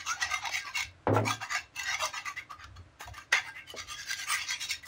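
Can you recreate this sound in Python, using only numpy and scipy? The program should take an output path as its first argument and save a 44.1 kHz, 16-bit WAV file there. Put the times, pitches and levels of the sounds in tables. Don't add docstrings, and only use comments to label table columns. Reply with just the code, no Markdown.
import sys
import numpy as np
from scipy import signal
from scipy.fft import rfft, irfft
from scipy.io import wavfile
from scipy.ndimage import uniform_filter1d

SR = 44100
rng = np.random.default_rng(int(sys.argv[2]) if len(sys.argv) > 2 else 0)


def inscribe(sig):
    pcm = np.round(np.clip(np.atleast_2d(sig).T, -1, 1) * 32767)
    wavfile.write(sys.argv[1], SR, pcm.astype(np.int16))


N = 215008

# start in seconds, rise to the peak in seconds, level in dB,
# treble lift in dB, tone at which the bent blade sings in Hz, its level over the grit in dB, its glide in %.
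SCRAPER_STROKES = [(0.0, 0.0054, -41, -3, 1935, -8.5, -1.5), (0.065, 0.041, -34, 1.5, 1299, -0.5, 18.5),
                   (0.135, 0.17, -46, -29, 804, -2.5, -8), (0.207, .018, -31, -8.5, 1820, -37, 37),
                   (0.303, 0.048, -32.5, 2.5, 2120, -9.5, -3), (0.42, 0.04, -35.5, -16, 2070, -20, -6.5),
                   (0.52, 0.05, -31.5, 0.5, 2222, -11, -1.5), (0.65, 0.044, -43, -39, 1098, 2, -13),
                   (0.753, .05, -32.5, 1.5, 2197, -3, -0.2), (1.138, 0.019, -43, 15, 2600, -41, -11),
                   (1.258, 0.049, -29.5, 8.5, 2300, -14, 4.6), (1.412, 0.021, -36.5, 0, 1683, -4, 36),
                   (1.506, 0.058, -30.5, -3.5, 1648, -10.5, 1), (1.763, 0.05, -39.5, 12, 2680, -6, 1),
                   (1.856, 0.081, -34, -11, 2050, -2.5, 16.5), (1.999, 0.046, -30, 5, 620, -14.5, -6),
                   (2.139, 0.037, -35.5, -3, 1960, -17, 4), (2.257, 0.027, -37, 3.5, 1174, -3, -4),
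                   (2.366, 0.012, -44, -6, 2050, 8, 11), (2.502, 0.015, -53, -17, 1184, 14.5, 5),
                   (2.59, 0.044, -49, -15, 1810, -8, -9.5), (2.761, 0.0056, -56.5, -6, 1162, 3.5, -6.5),
                   (3.002, 0.013, -41.5, 14.5, 1820, -6.5, 2), (3.072, 0.017, -55.5, 7.5, 700, 8, 0.3),
                   (3.141, 0.065, -47.5, 7, 1214, -9.5, 0), (3.331, 0.018, -24.5, -8, 1840, -15.5, -4.5),
                   (3.44, 0.043, -42.5, -1.5, 896, -9.5, -3), (3.551, .03, -45, -33, 2100, 3, 7.5),
                   (3.678, 0.03, -49.5, 12.5, 2990, 1.5, -3.5), (3.768, 0.032, -39, 0.5, 1216, -6.5, 11),
                   (3.882, 0.044, -40, 7, 1205, -8, 2), (3.975, 0.042, -42.5, 1, 1640, -1.5, -6.5),
                   (4.068, 0.055, -37, 8.5, 1590, -1.5, -0.5), (4.171, 0.048, -37.5, 3, 1594, -10, -7.5),
                   (4.283, 0.05, -28.5, 1.5, 1205, -8, 3), (4.379, 0.047, -36, -5, 2690, -12, 11),
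                   (4.478, 0.052, -33, -1.5, 2090, -16, -1), (4.606, 0.029, -34.5, 6.5, 2260, -15, -8.5),
                   (4.691, 0.019, -32, 7.5, 5385, -6, 2), (4.829, 0.0047, -59.5, 23, 2000, 17.5, -4.5),
                   (4.859, 0.015, -42.5, 27, 1220, 1.5, 4.5)]
# frequency in Hz, nominal width in Hz, relative level in dB.
BLADE_MODES = [(804, 60, -4), (993, 89, -5), (1215, 62, 0), (1590, 14.3, 5), (2025, 470, 13.5),
               (2698, 68, 5.5), (3346, 24, 1), (3772, 32, -0.5), (4332, 150, 0.5), (4736, 110, -0.5),
               (5314, 30, -1), (5945, 240, 5.5), (6560, 310, 1), (8910, 60, -8), (9590, 36, -10),
               (10260, 15, -13), (11000, 73, -14), (9800, 120, -38), (11980, 93, -28), (12050, 220, -14),
               (14700, 170, -19)]


def gain_of(db):
    return 10 ** (np.asarray(db) / 20)


def evened(x):
    return x / np.sqrt(np.mean(x ** 2) + 1e-20)


def read(points, hz):
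    f, value = np.transpose(points)
    return np.interp(np.log(hz + 1), np.log(f + 1), value)


def add(mix, s, sound):
    at = round(s * SR)
    sound = sound[max(-at, 0):]
    part = mix[max(at, 0):][:len(sound)]
    part += sound[:len(part)]


def coloured(points):
    spectrum = rfft(rng.standard_normal(N))
    return evened(irfft(spectrum * gain_of(read(points, np.fft.rfftfreq(N, 1 / SR))), N))


def resonate(x, hz, width):
    turn = np.exp(2j * np.pi * np.cumsum(hz) / SR)
    r = np.exp(-np.pi * width / SR)
    smooth = signal.lfilter([np.sqrt(2 * (1 - r ** 2))], [1, -r], x / turn)
    return (turn * smooth).real


def drift(count, size, step=512):
    knots = rng.standard_normal((count, size // step + 2))
    knots = uniform_filter1d(knots, 2, axis=1) * np.sqrt(2)
    return [np.interp(np.arange(size) / step, np.arange(len(k)), k) for k in knots]


def blade(drive, low_db, hiss_db, treble_db):
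    # frequency in Hz, relative level in dB.
    grit_curve = [(450, -65), (700, -17), (1100, -9), (2000, -2), (3200, -1), (6200, -3.5), (7600, -10),
                  (9000, -30.5), (13500, -40.5), (15500, -19.5)]
    grip_db, bend = 3.0, 0.0127
    size, count = len(drive), len(BLADE_MODES)
    rings = gain_of(-8) * drive
    grips = rng.standard_normal((count, 2))
    for (f, width, db), (louder, higher), flex in zip(BLADE_MODES, grips, drift(count, size)):
        lift_db = db - 14 - read(grit_curve, f) + grip_db * louder
        pitch = f * (1 + bend * (0.37 * higher + flex))
        rings = rings + resonate(drive * gain_of(lift_db), pitch, max(width, f / 130))

    _, _, z = signal.stft(rings, nperseg=1024, noverlap=896)
    patches = uniform_filter1d(rng.standard_normal(z.shape), size=4, axis=0)
    patches = uniform_filter1d(patches, size=18, axis=1)
    small_db = 7 * np.clip(evened(patches), -3, 1.5)
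    rings = signal.istft(z * gain_of(small_db), nperseg=1024, noverlap=896)[1][:size]

    hz = np.fft.rfftfreq(size, 1 / SR)
    low = 1 / (1 + (hz / 1500) ** 6)
    above_hiss = 1 / (1 + (3000 / (hz + 1)) ** 8)
    above_treble = 1 / (1 + (7800 / (hz + 1)) ** 8)
    tilt_db = low_db * low + hiss_db * (above_hiss - above_treble) + treble_db * above_treble
    return irfft(rfft(rings) * gain_of(read(grit_curve, hz) + tilt_db), size)


def stroke(row, size=10240, lead=0.065):
    # time in seconds, lift of the low part in dB, lift of the hiss in dB.
    tile_colour = [(0, 5, 5.5), (.25, 3.5, -3.5), (.45, 20.5, 3.5), (.55, -6.5, -2.1), (1.4, 21, 4),
                   (1.55, 4, -4.5), (1.75, 23, 9.5), (2.0, 11, -1), (2.3, 7.5, -2.5), (3.1, 15, 0.5),
                   (3.45, 5.5, -7), (3.58, -14, -31), (3.68, 13, -2.5), (3.75, 2, 5.5), (3.9, -13, 1.2),
                   (4.15, -4, 5.5), (4.3, -9.5, -10), (4.88, -2, 11)]
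    release_s, longer_per_db = 0.021, 0.012
    bite_db_per_s = 611
    second_db = -13
    s, rise, db, treble_db, first_hz, sing_db, glide = row
    t, rise = np.arange(size) / SR - lead, max(rise, 0.002)

    release = release_s * np.clip(1 + longer_per_db * (db + 33.5), 0.4, 2)
    swelling, easing = abs(1 - t / rise) ** 2.23, (abs(t - rise) / release) ** 1.185
    speed = gain_of(-6 * np.where(t < rise, swelling, easing))
    speed = speed * gain_of(bite_db_per_s * np.minimum(t, 0))

    lumps = gain_of(2.0 * evened(uniform_filter1d(rng.standard_normal(size), 150)))
    grains = rng.standard_normal(size) * gain_of(1.8 * np.minimum(rng.exponential(1, size), 4))
    drive = evened(grains * lumps) * speed

    along = np.clip(t / (rise + release_s) - 0.5, -0.6, 0.6)
    pitch = first_hz * (1 + glide / 100 * along + 0.0062 * drift(1, size)[0])
    locked = speed * gain_of(5.5 * drift(1, size)[0]) * np.sin(2 * np.pi * np.cumsum(pitch) / SR)
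    first = 0.8 * resonate(drive, pitch, 50) + 0.8 * locked
    second_hz = rng.choice([f for f, _, _ in BLADE_MODES if 2500 < f < 7000])
    second = resonate(drive, np.full(size, second_hz), 30 + second_hz / 150)

    times, low_db, hiss_db = np.transpose(tile_colour)
    peak_s = s + rise
    grit = blade(drive, np.interp(peak_s, times, low_db), np.interp(peak_s, times, hiss_db), treble_db)
    grit = evened(grit) * np.std(speed * np.sign(drive))
    singing = gain_of(sing_db) * first + gain_of(min(sing_db, 0) + second_db) * second
    return s - lead, gain_of(db) * (grit + singing)


def wind():
    # frequency in Hz, relative level in dB.
    gust_curve = [(20, -14), (40, 5.5), (65, 23), (100, 22), (140, 0), (200, -1.5), (300, -47)]
    # time of the peak in seconds, level in dB.
    puffs = [(.28, -59), (.88, -52), (1.0, -71), (1.98, -57), (2.67, -53.5), (2.78, -49), (3.11, -50.5),
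             (3.87, -56.5), (4.75, -70)]
    calm_db, half_width_s = -65, 0.046
    t = np.arange(N) / SR
    swell = sum(gain_of(db - 6.2 * ((t - s) / half_width_s) ** 2) for s, db in puffs)
    return coloured(gust_curve) * (gain_of(calm_db) + swell)


def town():
    # frequency in Hz, relative level in dB per Hz.
    town_curve = [(76, -13), (130, 0), (187, -16), (308, -5), (392, -16.5), (575, -10), (859, -15),
                  (1230, -12), (7980, -33), (8820, -37), (9950, -40), (15800, -75)]
    return gain_of(-62.5) * coloured(town_curve)


def catch(row, size=4096, lead=0.005, length=0.0033):
    tone_db, brighter_db = 3.2, 6
    s, db, tone_hz = row
    begun = [stroke_row for stroke_row in SCRAPER_STROKES if stroke_row[0] < s + lead]
    treble_db = begun[-1][3] + brighter_db
    u = np.maximum(np.arange(size) / SR - lead, 0) / length
    crack = rng.standard_normal(size) * u * np.exp(-1.5 * u)
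    tone = evened(resonate(crack, np.full(size, tone_hz), 40))
    ring = evened(blade(crack, -1.4, 1.6, treble_db)) + gain_of(tone_db) * tone
    return s - lead - length, gain_of(db) * ring / abs(ring).max()


def bump(row):
    # frequency in Hz, relative level in dB, time to fall 60 dB in seconds.
    bucket_modes = [(108.4, 0, .65), (136.7, -6.5, 0.45), (238.4, 0.5, 0.13), (276.2, 0, 0.12),
                    (410, -6, 0.13), (494.7, 4.5, 0.062), (553, 1.5, 0.066), (642, -6, 0.11),
                    (848, 5, 0.041), (971, -0.5, 0.049), (1200, -26, 0.026), (1407, 4.5, 0.05),
                    (1750, 0, 0.023), (1960, -19, 0.1)]
    settled_s = 0.285
    s, db, centre_hz, boom_db, rattle_db = row
    t = np.arange(SR // 3) / SR
    chance = rng.standard_normal((len(bucket_modes), 2))
    ring = 0
    for (f, mode_db, t60), (louder, higher) in zip(bucket_modes, chance):
        reach_db = boom_db if f < 170 else -11 * abs(np.log2(f / centre_hz)) ** 1.54
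        level_db = mode_db + reach_db + 2.5 * louder
        swell = 1 - np.exp(-(t * f / 1.1) ** 2)
        tone = np.sin(2 * np.pi * f * (1 + 0.015 * higher) * t)
        ring = ring + swell * gain_of(level_db - 60 * t / t60) * tone

    band = signal.butter(3, [0.7 * centre_hz, 2.8 * centre_hz], "bandpass", fs=SR, output="sos")
    rattle = evened(signal.sosfilt(band, rng.standard_normal(len(t)))) * (1 - np.exp(-t / 0.0045))
    rattle = gain_of(rattle_db - 60 * t / 0.11) * rattle
    return s, gain_of(db) * np.clip((settled_s - t) / 0.03, 0, 1) * (ring + rattle)


def rocking(count=7):
    start_s, gap_s, first_db, fade_db_per_s = 1.095, 0.022, -23, 39.5
    middle_hz, boom_db, rattle_db = 500, -18, -7
    late, colour = rng.uniform(-1, 1, (count, 2)).T
    t = (np.arange(count) + 0.4 * late) * gap_s
    return [(start_s + s, first_db - fade_db_per_s * s, middle_hz * (1 + 0.45 * c), boom_db, rattle_db)
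            for s, c in zip(t, colour)]


def terrace(x):
    # frequency in Hz, time to fall 60 dB in seconds.
    decay = [(200, 0.48), (1000, 0.15), (4000, 0.25), (12000, 0.05)]
    taps = np.zeros(SR // 2)
    at = np.arange(150, len(taps) - 20, 20)
    taps[at + rng.integers(0, 20, len(at))] = rng.choice([-1., 1.], len(at))
    hz, t, z = signal.stft(taps, SR, nperseg=256)
    fade = gain_of(-60 * t / read(decay, hz)[:, None])
    tail = signal.istft(z * fade, SR, nperseg=256)[1]
    return signal.fftconvolve(x, tail / np.linalg.norm(tail))[:N]


def scene():
    # time in seconds, peak level in dB, ringing tone in Hz.
    catches = [(0.225, -18, 1930), (0.313, -28, 1210), (0.343, -20, 2120), (0.457, -23, 1980),
               (0.472, -22, 950), (0.495, -28, 840), (0.807, -23, 2140), (0.829, -25, 2190),
               (1.28, -20, 2350), (1.764, -33, 2670), (1.797, -25, 1990), (1.836, -30, 6820),
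               (1.946, -22, 2130), (2.057, -23, 6100), (2.259, -29, 2070), (2.644, -36, 1390),
               (2.769, -45, 1280), (3.01, -32, 650), (3.075, -38, 960), (3.144, -40, 1780),
               (3.179, -35, 1200), (3.329, -12, 1930), (3.703, -36, 2950), (4.114, -24, 1590),
               (4.133, -23, 2020), (4.336, -21, 1980), (4.507, -24, 2080), (4.71, -21, 2200)]
    # start in seconds, level in
    # dB, centre of the modes that it reaches in Hz, hollow boom in dB, rattle in dB.
    bumps = [(1.069, -19, 650, -20, -7), (1.079, -20.5, 453, -4, -10), (1.127, -21, 420, -16, -10),
             (1.163, -20.5, 900, -20, -10.5), (2.79, -54, 300, -25, -9), (3.325, -26, 1050, -40, 5),
             (3.738, -36, 490, -40, -25)]
    near = np.zeros(N)
    for table, play in ((SCRAPER_STROKES, stroke), (catches, catch), (bumps, bump), (rocking(), bump)):
        for row in table:
            add(near, *play(row))
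    return (near + gain_of(-14) * terrace(near) + wind() + town())[None]


def record(dry):
    low_pass = signal.firwin(511, 15750, window=("kaiser", 9), fs=SR)
    return signal.oaconvolve(dry, low_pass[None], "same")


dry = scene()
out = record(dry)
inscribe(out)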